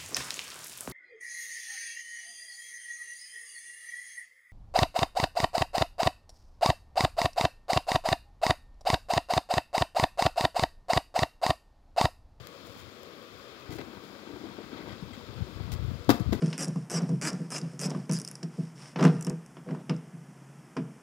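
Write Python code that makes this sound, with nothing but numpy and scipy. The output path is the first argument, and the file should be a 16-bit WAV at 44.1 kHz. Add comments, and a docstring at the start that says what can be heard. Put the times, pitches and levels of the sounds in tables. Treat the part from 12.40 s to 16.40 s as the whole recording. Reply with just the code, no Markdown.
"""A paved yard, where a powered roller conveyor drones on. A flat cardboard box is laid on it, knocks
over the rollers, scuffs the end and drops on the paving. Box and rollers are ringing tones with cracks
of noise; drone, whine, scuffs and breeze are shaped noise; ticks and squeaks are brief tones.
A rising breeze buffets the open left microphone port; the right port is covered and muffled."""
import sys
import numpy as np
from scipy import signal
from scipy.fft import rfft, irfft, next_fast_len
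from scipy.io import wavfile

SR = 44100
rng = np.random.default_rng(int(sys.argv[2]) if len(sys.argv) > 2 else 0)


def to_wav(sig):
    """Store sig (one row per channel, or 1-D mono) as 16-bit WAV at the path in sys.argv[1].

    Samples outside -1..1 are clipped; the rate is SR.
    """
    pcm = np.clip(np.atleast_2d(sig), -1, 1) * 32767
    pcm = np.round(pcm).astype(np.int16)
    wavfile.write(sys.argv[1], SR, pcm.T)  # frames by channels


N = 176400
T = np.arange(N) / SR  # seconds
SIZE = next_fast_len(N + SR)  # padded length for filtering, in samples


def amp(db):
    """Turn dB into a linear gain."""
    return 10 ** (np.asarray(db) / 20)


def unit(x):
    """Scale to an rms of 1."""
    return x / np.sqrt(np.mean(x ** 2) + 1e-20)


def at_hz(points):
    """Read a (Hz, value) table at every FFT bin, straight lines over log frequency."""
    hz, values = np.transpose(points)
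    bins_hz = np.arange(SIZE // 2 + 1) * SR / SIZE
    return np.interp(np.log(bins_hz + 1), np.log(hz), values)


def colour(x, points):
    """Causal minimum-phase filter whose level follows a (Hz, dB) table."""
    log_gain = at_hz(points) * np.log(10) / 20
    # fold the cepstrum onto positive time so that nothing sounds early
    fold = 1 + np.sign(SIZE / 2 - np.arange(SIZE)) - (np.arange(SIZE) == 0)
    response = np.exp(rfft(fold * irfft(log_gain, SIZE)))
    return irfft(rfft(x, SIZE) * response, SIZE)[..., :N]


def curve(rows):
    """Draw a (seconds, dB) table as a line over time, still in dB."""
    s, db = np.transpose(rows)
    return np.interp(T, s, db, left=db[0], right=db[-1])


def drift(rate):
    """Random wander of spread 1: noise under a lowpass near the rate in Hz."""
    step = 40  # samples between wander points
    r = np.exp(-2 * np.pi * rate * step / SR)
    noise = rng.standard_normal(N // step + 2002)
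    slow = signal.lfilter([1], [1, -2 * r, r * r], noise)[2000:]  # drop the filter's warm-up
    return np.interp(np.arange(N) / step, np.arange(len(slow)), unit(slow - slow.mean()))


def ring(clicks, hz, t60):
    """Two-pole resonator: a unit click sets off a dying sine that starts from height 1."""
    r, w = amp(-60 / (t60 * SR)), 2 * np.pi * hz / SR
    return signal.lfilter([0, np.sin(w)], [1, -2 * r * np.cos(w), r * r], clicks + 1e-18)


def add(out, s, x):
    """Mix x into out from s seconds on."""
    i = int(s * SR)
    out[i:i + len(x)] += x[:N - i]


def dying(hz, db, t60):
    """A sine that falls 60 dB in t60 seconds."""
    t = T[:int(t60 * SR)]
    return amp(db - 60 * t / t60) * np.sin(2 * np.pi * hz * t)


def spread(x, t60, gap=0.):
    """Scatter into a dying noise tail of unit energy, silent for the first gap seconds."""
    t = T[:int(t60 * SR)]
    tail = rng.standard_normal(SR)[:len(t)] * amp(-60 * t / t60) * (t >= gap)
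    return signal.fftconvolve(x, tail / np.sqrt(np.sum(tail ** 2)))[:N]


# Edges of the box meet the paving. Each row: start in seconds, level in dB, crack in dB relative
# to that level, pitch ratio.
LANDING = [(3.692, -10, 2.5, 1.0), (3.7017, -16.5, 9.5, .97), (3.71, -19.5, -2, 0.83),
           (3.742, -27, -4, 0.82), (3.758, -43, 2, 0.8), (3.797, -30.5, 2, 1.11), (3.810, -36, -5, 1.055),
           (3.9242, -22, -3, 0.76), (3.929, -23, 4, 1.24), (3.949, -27, -3, 0.88), (3.976, -36, -5, 0.96),
           (3.989, -41, -2, 1.4)]
# Modes of the box. Each row: frequency in Hz, level in dB, t60 in seconds.
BOX_MODES = [(92, -19, 0.11), (148, -19, .06), (233, -14.5, 0.099), (266, 4, 0.053), (330, -9, 0.072),
             (436, -14, 0.064), (500, -17, 0.094), (620, -10.5, 0.046), (738, -7.5, 0.033),
             (860, -16.5, 0.056), (1005, -11, 0.034), (1188, -18, 0.15), (1396, -22, 0.1),
             (1680, -20, 0.045)]
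# Colour of the crack. Each row: frequency in Hz, level in dB.
CRACK_COLOUR = [(200, -37), (500, -8), (1700, -2), (2300, -11), (4000, -10), (8000, -8.5), (12000, -4.5),
                (16000, -7)]
# Colour of the walls' echo. Each row: frequency in Hz, level in dB.
YARD_COLOUR = [(100, -19), (300, -4), (700, 3), (1100, 4), (1700, 0.5), (2600, 4), (4000, 0.5), (16000, -2)]
MAIN_MODE_HZ = BOX_MODES[3][0]
SOFT_DULL = 0.34  # dB lost per octave above the main mode, per dB of softness
BOX_RISE_CYCLES, BOX_LUCK_DB = 0.36, 1.5
BOX_SAG, BOX_SAG_S = 0.14, 0.017  # extra pitch at the strike as a share, time constant of its fall
CRACK_DB, CRACK_T60_S = -10, 0.054
YARD_DB, YARD_T60_S, YARD_GAP_S = -12.5, 0.37, 0.0045


def landing():
    """Each touch rings struck panels that start taut and sag in pitch, and cracks; walls echo it."""
    out, crack, t = np.zeros(N), np.zeros(N), T[:SR // 5]
    taut = t + BOX_SAG * BOX_SAG_S * (1 - np.exp(-t / BOX_SAG_S))
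    all_luck = rng.normal(0, BOX_LUCK_DB, (len(LANDING), len(BOX_MODES)))
    for (s, db, crack_db, ratio), luck in zip(LANDING, all_luck):
        dull_db = SOFT_DULL * (db - LANDING[0][1])  # softer touches are duller
        for k, (hz, mode_db, t60) in enumerate(BOX_MODES):
            octaves_up = max(np.log2(hz / MAIN_MODE_HZ), 0)
            start_db = db + mode_db + luck[k] + dull_db * octaves_up
            rise = 1 - np.exp(-t * hz / BOX_RISE_CYCLES)
            shape = amp(start_db - 60 * t / t60) * rise
            sign = (-1) ** (k // 3)
            add(out, s, sign * shape * np.sin(2 * np.pi * hz * ratio * taut))
        add(crack, s, amp(db + crack_db + CRACK_DB - 60 * T[:SR // 2] / CRACK_T60_S))
    out = out + crack * unit(colour(rng.standard_normal(N), CRACK_COLOUR))
    echo = colour(spread(out, YARD_T60_S, YARD_GAP_S), YARD_COLOUR)
    return out + amp(YARD_DB) * echo


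# Box bottom meets a roller. Each row: start in seconds, level in dB, pitch in Hz.
KNOCKS = [(1.31, -38, 320), (1.353, -32.5, 338), (1.387, -36, 414), (1.394, -30.5, 263), (1.418, -41, 330),
          (1.892, -36, 288), (1.933, -38.5, 297), (1.968, -37, 318), (2.038, -32.5, 318), (2.053, -39, 315),
          (2.11, -39.5, 330), (2.14, -44, 500), (2.185, -32, 304), (2.204, -36.5, 356), (2.33, -33, 262),
          (2.399, -40, 190), (2.44, -41, 478), (2.474, -34.5, 218), (2.515, -48, 480), (2.552, -41, 227),
          (2.624, -34.5, 181), (2.705, -37.5, 250), (2.774, -33, 234)]
# Tones of one knock. Each row: multiple of the pitch, level in dB, t60 in seconds.
KNOCK_TONES = [(1, 1.5, 0.064), (1.25, -2, 0.032), (1.9, -9.5, 0.036), (3.1, -8.5, 0.021), (5.2, -14, .03)]
KNOCK_RISE_S, KNOCK_LUCK_DB = 0.002, 2.5


def knocks():
    """Hollow knocks: a few dying tones with a soft onset, each knock on its own pitch."""
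    out = np.zeros(N)
    all_luck = rng.normal(0, KNOCK_LUCK_DB, (len(KNOCKS), len(KNOCK_TONES)))
    for (s, db, hz), luck in zip(KNOCKS, all_luck):
        for (multiple, tone_db, t60), more_db in zip(KNOCK_TONES, luck):
            tone = dying(multiple * hz, db + tone_db + more_db, t60)
            add(out, s, tone * (1 - np.exp(-T[:len(tone)] / KNOCK_RISE_S)))
    return out


# Level of the box riding the rollers. Each row: time in seconds, level in dB.
RUMBLE = [(1.2, -58), (1.32, -49), (1.4, -46.5), (1.46, -51), (1.8, -54), (1.92, -49.5), (2.2, -48.5),
          (2.3, -52), (2.46, -46), (2.58, -52.5), (2.8, -54.5), (3.0, -49.5), (3.66, -59)]
# Modes of the rollers. Each row: frequency in Hz, level in dB, t60 in seconds.
ROLLERS = [(200, -3.5, 0.09), (234.6, -1, 0.083), (300, 0, 0.09), (353, 3, 0.048), (469, -3, 0.077),
           (563, -14, 0.061), (766, -1, 0.025), (938, 0, .03), (1320, -8, 0.03), (1560, -1.5, 0.02),
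           (2300, -7, 0.024)]
RUMBLE_PER_S, RUMBLE_SPREAD_DB = 400, 3.5  # contacts per second, spread of their strength


def rumble():
    """Dense small contacts set the rollers ringing while the box rides."""
    strength = amp(RUMBLE_SPREAD_DB * np.minimum(rng.exponential(1, N), 4))
    clicks = strength * (rng.random(N) < RUMBLE_PER_S / SR)
    out = sum(amp(db) * ring(clicks * rng.standard_normal(N), hz, t60) for hz, db, t60 in ROLLERS)
    fade_in = np.clip((T - RUMBLE[0][0]) / 0.1, 0, 1)
    fade_out = np.clip((RUMBLE[-1][0] - T) / 0.033, 0, 1)
    return amp(curve(RUMBLE)) * fade_in * fade_out * unit(out)


# Short rubbing hisses. Each row: start in seconds, level in dB, length in seconds before the fade,
# dull part in dB relative to the bright part.
SCUFFS = [(0.248, -52.5, 0.1, -23), (0.37, -50, 0.047, -14), (1.305, -42, 0.018, -8.5),
          (1.344, -38.5, .004, -15), (1.361, -54, .004, -8), (1.38, -52.5, 0.033, 6), (1.63, -54, .02, -19),
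          (2.324, -63.5, 0.091, 11), (2.469, -59, 0.062, 7.5), (2.729, -54, 0.021, 1),
          (3.315, -37, 0.0066, -14), (3.322, -40.5, 0.0033, -17.5), (3.336, -55, .01, -10),
          (3.726, -44, 0.03, -12), (3.94, -48, 0.016, -3.5)]
# Colour of the bright part. Each row: frequency in Hz, level in dB.
SCUFF_BRIGHT = [(300, -41), (1500, -26), (2100, 2), (4000, -4), (6200, 4.5), (10000, 6), (16000, 8)]
# Colour of the dull part. Each row: frequency in Hz, level in dB.
SCUFF_DULL = [(150, -25), (500, 1.5), (1500, -1), (4500, -8.5), (7000, -17), (16000, -31)]
SCUFF_EDGE_S, SCUFF_FADE_S, SCUFF_GRIT_DB = 0.0042, 0.016, 4


def scuffs():
    """Rubbing as gritty noise, a bright and a dull part, under soft-edged windows."""
    bright, dull = np.zeros(N), np.zeros(N)
    for s, db, long, dull_db in SCUFFS:
        edge = np.clip((T - s) / SCUFF_EDGE_S, 0, 1)
        fade = np.exp(-np.maximum(T - s - long, 0) / SCUFF_FADE_S)
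        bright += amp(db) * edge * fade
        dull += amp(db + dull_db) * edge * fade
    bright_noise = unit(colour(rng.standard_normal(N), SCUFF_BRIGHT))
    dull_noise = unit(colour(rng.standard_normal(N), SCUFF_DULL))
    grit = amp(SCUFF_GRIT_DB * drift(150))
    return grit * (bright * bright_noise + dull * dull_noise)


# Tiny bright ticks. Each row: start in seconds, level in dB, frequency in Hz.
TICKS = [(0.0714, -25, 9100), (0.6327, -32, 9100), (0.8276, -39, 9500), (1.1994, -39, 9500),
         (1.6394, -41, 8500), (3.647, -36.5, 6200)]
TICK_T60_S = 0.0015


def ticks():
    """Very short rings of three tones."""
    out = np.zeros(N)
    for s, db, hz in TICKS:
        for multiple, more_db in [(1, 0), (0.59, -16), (1.32, 6.5)]:
            add(out, s, dying(multiple * hz, db + more_db, TICK_T60_S))
    return out


# A bearing squeaks. Each row: start in seconds, level in dB, length in seconds.
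SQUEAKS = [(2.73, -49.5, 0.012), (2.746, -54, .008)]
# Tones of a squeak. Each row: frequency in Hz, level in dB.
SQUEAK_TONES = [(2080, 0), (3230, -1), (7700, 1)]


def squeaks():
    """Bearing squeaks: three steady tones under a half-sine swell."""
    out = np.zeros(N)
    for s, db, long in SQUEAKS:
        t = T[:int(long * SR)]
        tones = sum(amp(db + tone_db) * np.sin(2 * np.pi * hz * t) for hz, tone_db in SQUEAK_TONES)
        add(out, s, np.sin(np.pi * t / long) * tones)
    return out


# A tap on the right port's cover. Each row: frequency in Hz, level in dB, t60 in seconds.
TAP = [(216, -32.5, 0.074), (110, -42, 0.16), (820, -30, 0.013)]
TAP_S = 0.363


def tap():
    """A tap on the cover rings a few dying tones at once."""
    out = np.zeros(N)
    for hz, db, t60 in TAP:
        add(out, TAP_S, dying(hz, db, t60))
    return out


# Rumble of air on the left port. Each row: time in seconds, level in dB.
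BREEZE = [(0, -49.5), (.12, -68), (.3, -56.5), (.45, -48.5), (.55, -70), (1.22, -62), (1.3, -50),
          (1.42, -56), (1.65, -71.5), (1.86, -77), (2.15, -50.5), (2.28, -61), (2.5, -51), (2.96, -47),
          (3.24, -41.5), (3.5, -36.5), (3.65, -47), (4.0, -36.5)]
# Eddies hitting the left port. Each row: centre in seconds, level in dB, frequency in Hz.
BUFFETS = [(0.455, -40, 94), (1.296, -36.5, 99), (2.422, -45, 92), (2.529, -37, 110), (2.637, -36.5, 113),
           (2.892, -39, 102), (2.912, -47, 111), (3.008, -29.5, 148), (3.023, -24, 110), (3.124, -39, 107),
           (3.164, -34, 89), (3.209, -31, 110), (3.288, -37.5, 148), (3.328, -31.5, 112),
           (3.36, -27.5, 109), (3.396, -25, 99), (3.451, -30, 99), (3.474, -29.5, 123), (3.539, -28, 106),
           (3.59, -43, 136), (3.67, -43, 121), (3.808, -20.5, 166), (3.841, -39, 106), (3.865, -24, 112),
           (3.895, -23, 196), (3.913, -23, 93), (0.387, -52, 110), (.418, -46, 119), (0.301, -48, 98),
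           (1.33, -35.5, 149), (1.359, -39.5, 121), (1.579, -46.5, 89.5), (1.94, -42.5, 101),
           (3.517, -28.5, 200), (3.559, -36, 130), (3.688, -22.5, 137), (3.82, -26.5, 112),
           (3.879, -40, 110), (3.965, -34, 122)]
BREEZE_HZ, BREEZE_LUMPY_DB, LUMPS_PER_S = [53.6, 130], 4.5, 12.4
BUFFET_CYCLES = 0.67  # half width of the swell


def wind():
    """Air on the open port: lumpy low noise plus single eddies, each a brief low swell."""
    band = signal.butter(2, BREEZE_HZ, "band", fs=SR, output="sos")
    low_noise = signal.sosfilt(band, rng.standard_normal(N))
    lumps = amp(BREEZE_LUMPY_DB * drift(LUMPS_PER_S))
    out = amp(curve(BREEZE)) * unit(lumps * low_noise)
    phases = rng.uniform(0, 2 * np.pi, len(BUFFETS))
    for (s, db, hz), phase in zip(BUFFETS, phases):
        cycles = hz * (T[:SR // 10] - .05)  # counted from the centre
        swell = np.exp(-(cycles / BUFFET_CYCLES) ** 2)
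        add(out, s - .05, amp(db) * swell * np.sin(2 * np.pi * cycles + phase))
    return out


# Drive whine. Each row: frequency in Hz, width in Hz, level in dB.
HUM = [(484.8, 6.7, -63.5), (552.5, 7.6, -65), (1112, 11, -68), (1202, 11, -70)]


def hum():
    """Faint wavering lines of the drive: noise in narrow resonances."""
    out = np.zeros(N)
    for hz, width, db in HUM:
        t60 = np.log(1000) / np.pi / width
        out += amp(db) * unit(ring(rng.standard_normal(N), hz, t60))
    return out


# How alike the ports are. Each row: frequency in Hz, share common to both ports from 0 to 1.
LIKENESS = [(60, 0.94), (300, 0.9), (600, 0.98), (1100, 1), (1600, 0.13), (16000, .1)]


def both_ports(x, other):
    """The right port hears a share of the left's sound, the rest by another path."""
    alike = np.clip(at_hz(LIKENESS), 0, 1)
    right = alike * rfft(x, SIZE) + np.sqrt(1 - alike ** 2) * rfft(other, SIZE)
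    return np.array([x, irfft(right, SIZE)[:N]])


# Colour of drive, belts and far traffic. Each row: frequency in Hz, level in dB.
DRONE = [(40, -14.5), (70, -9.5), (130, -7), (260, 0.5), (350, 0), (440, -0.5), (520, -4), (620, -5),
         (850, -11.5), (1200, -3.5), (1500, -7), (1850, -12), (2500, -10), (7000, -15), (11000, -15.5),
         (16000, -14.5)]
DRONE_DB, DRONE_PATCHY_DB = -48.5, 0.66


def drone():
    """Drive, belts and traffic as coloured noise; octave bands waver a little, each in its own way."""
    white, out = both_ports(rng.standard_normal(N), rng.standard_normal(N)), 0
    spectrum = rfft(white)
    octave = np.log2(np.arange(N // 2 + 1) * SR / N / 60 + 1e-9)  # counted from 60 Hz
    for k in range(9):
        share = np.clip(1 - np.abs(np.clip(octave, 0, 8) - k), 0, 1)
        out = out + irfft(spectrum * share, N) * amp(DRONE_PATCHY_DB * drift(3.9))
    return amp(DRONE_DB) * unit(colour(out, DRONE))


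PORTS_APART_T60_S = 0.03


def scene():
    """Box and conveyor reach both ports, the breeze only the left, the tap only the right."""
    box = landing() + knocks() + rumble() + scuffs() + ticks() + squeaks() + hum()
    left, right = drone() + both_ports(box, spread(box, PORTS_APART_T60_S))
    return np.array([left + wind(), right + tap()])


# Response of the open left port. Each row: frequency in Hz, level in dB.
OPEN = [(25, -17.5), (60, 4.5), (100, 6), (2500, 3.5), (2900, 0.5), (3250, 7), (3800, 5), (5200, 4),
        (5600, -2.5), (6600, -3.5), (7000, -1), (8300, -11), (9500, -9.5), (12000, -10), (15000, -9.5),
        (15800, 2), (16000, -6), (16300, -37)]
# Response of the covered right port. Each row: frequency in Hz, level in dB.
COVER = [(25, -33), (60, -13), (100, -6), (350, -8.5), (520, -4.5), (600, -1), (850, -8.5), (1150, -8.5),
         (1600, -7.5), (2050, 3.5), (2400, -5.5), (2600, 0.5), (3000, -29), (3450, -14), (4000, -24.5),
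         (5200, -29.5), (5600, -40), (16000, -42)]
# Colour of the right port's hiss. Each row: frequency in Hz, level in dB.
HISS = [(5000, -2), (9500, 0), (12000, 4.5), (16000, 1)]
LAG_S, HISS_DB, CUTOFF_HZ = 0.00015, -82.5, 16450
TOP = 1.13  # peaks are rounded towards this height


def record(dry):
    """Open left port, muffled late right port with faint hiss; peaks rounded, top treble cut."""
    left = colour(dry[0], OPEN)
    muffled = np.interp(T - LAG_S, T, colour(dry[1], COVER))
    right = muffled + amp(HISS_DB) * colour(rng.standard_normal(N), HISS)
    rounded = TOP * np.tanh(np.array([left, right]) / TOP)
    lowpass = signal.cheby2(14, 70, CUTOFF_HZ, fs=SR, output="sos")
    return signal.sosfilt(lowpass, rounded)


dry = scene()
out = record(dry)
to_wav(out)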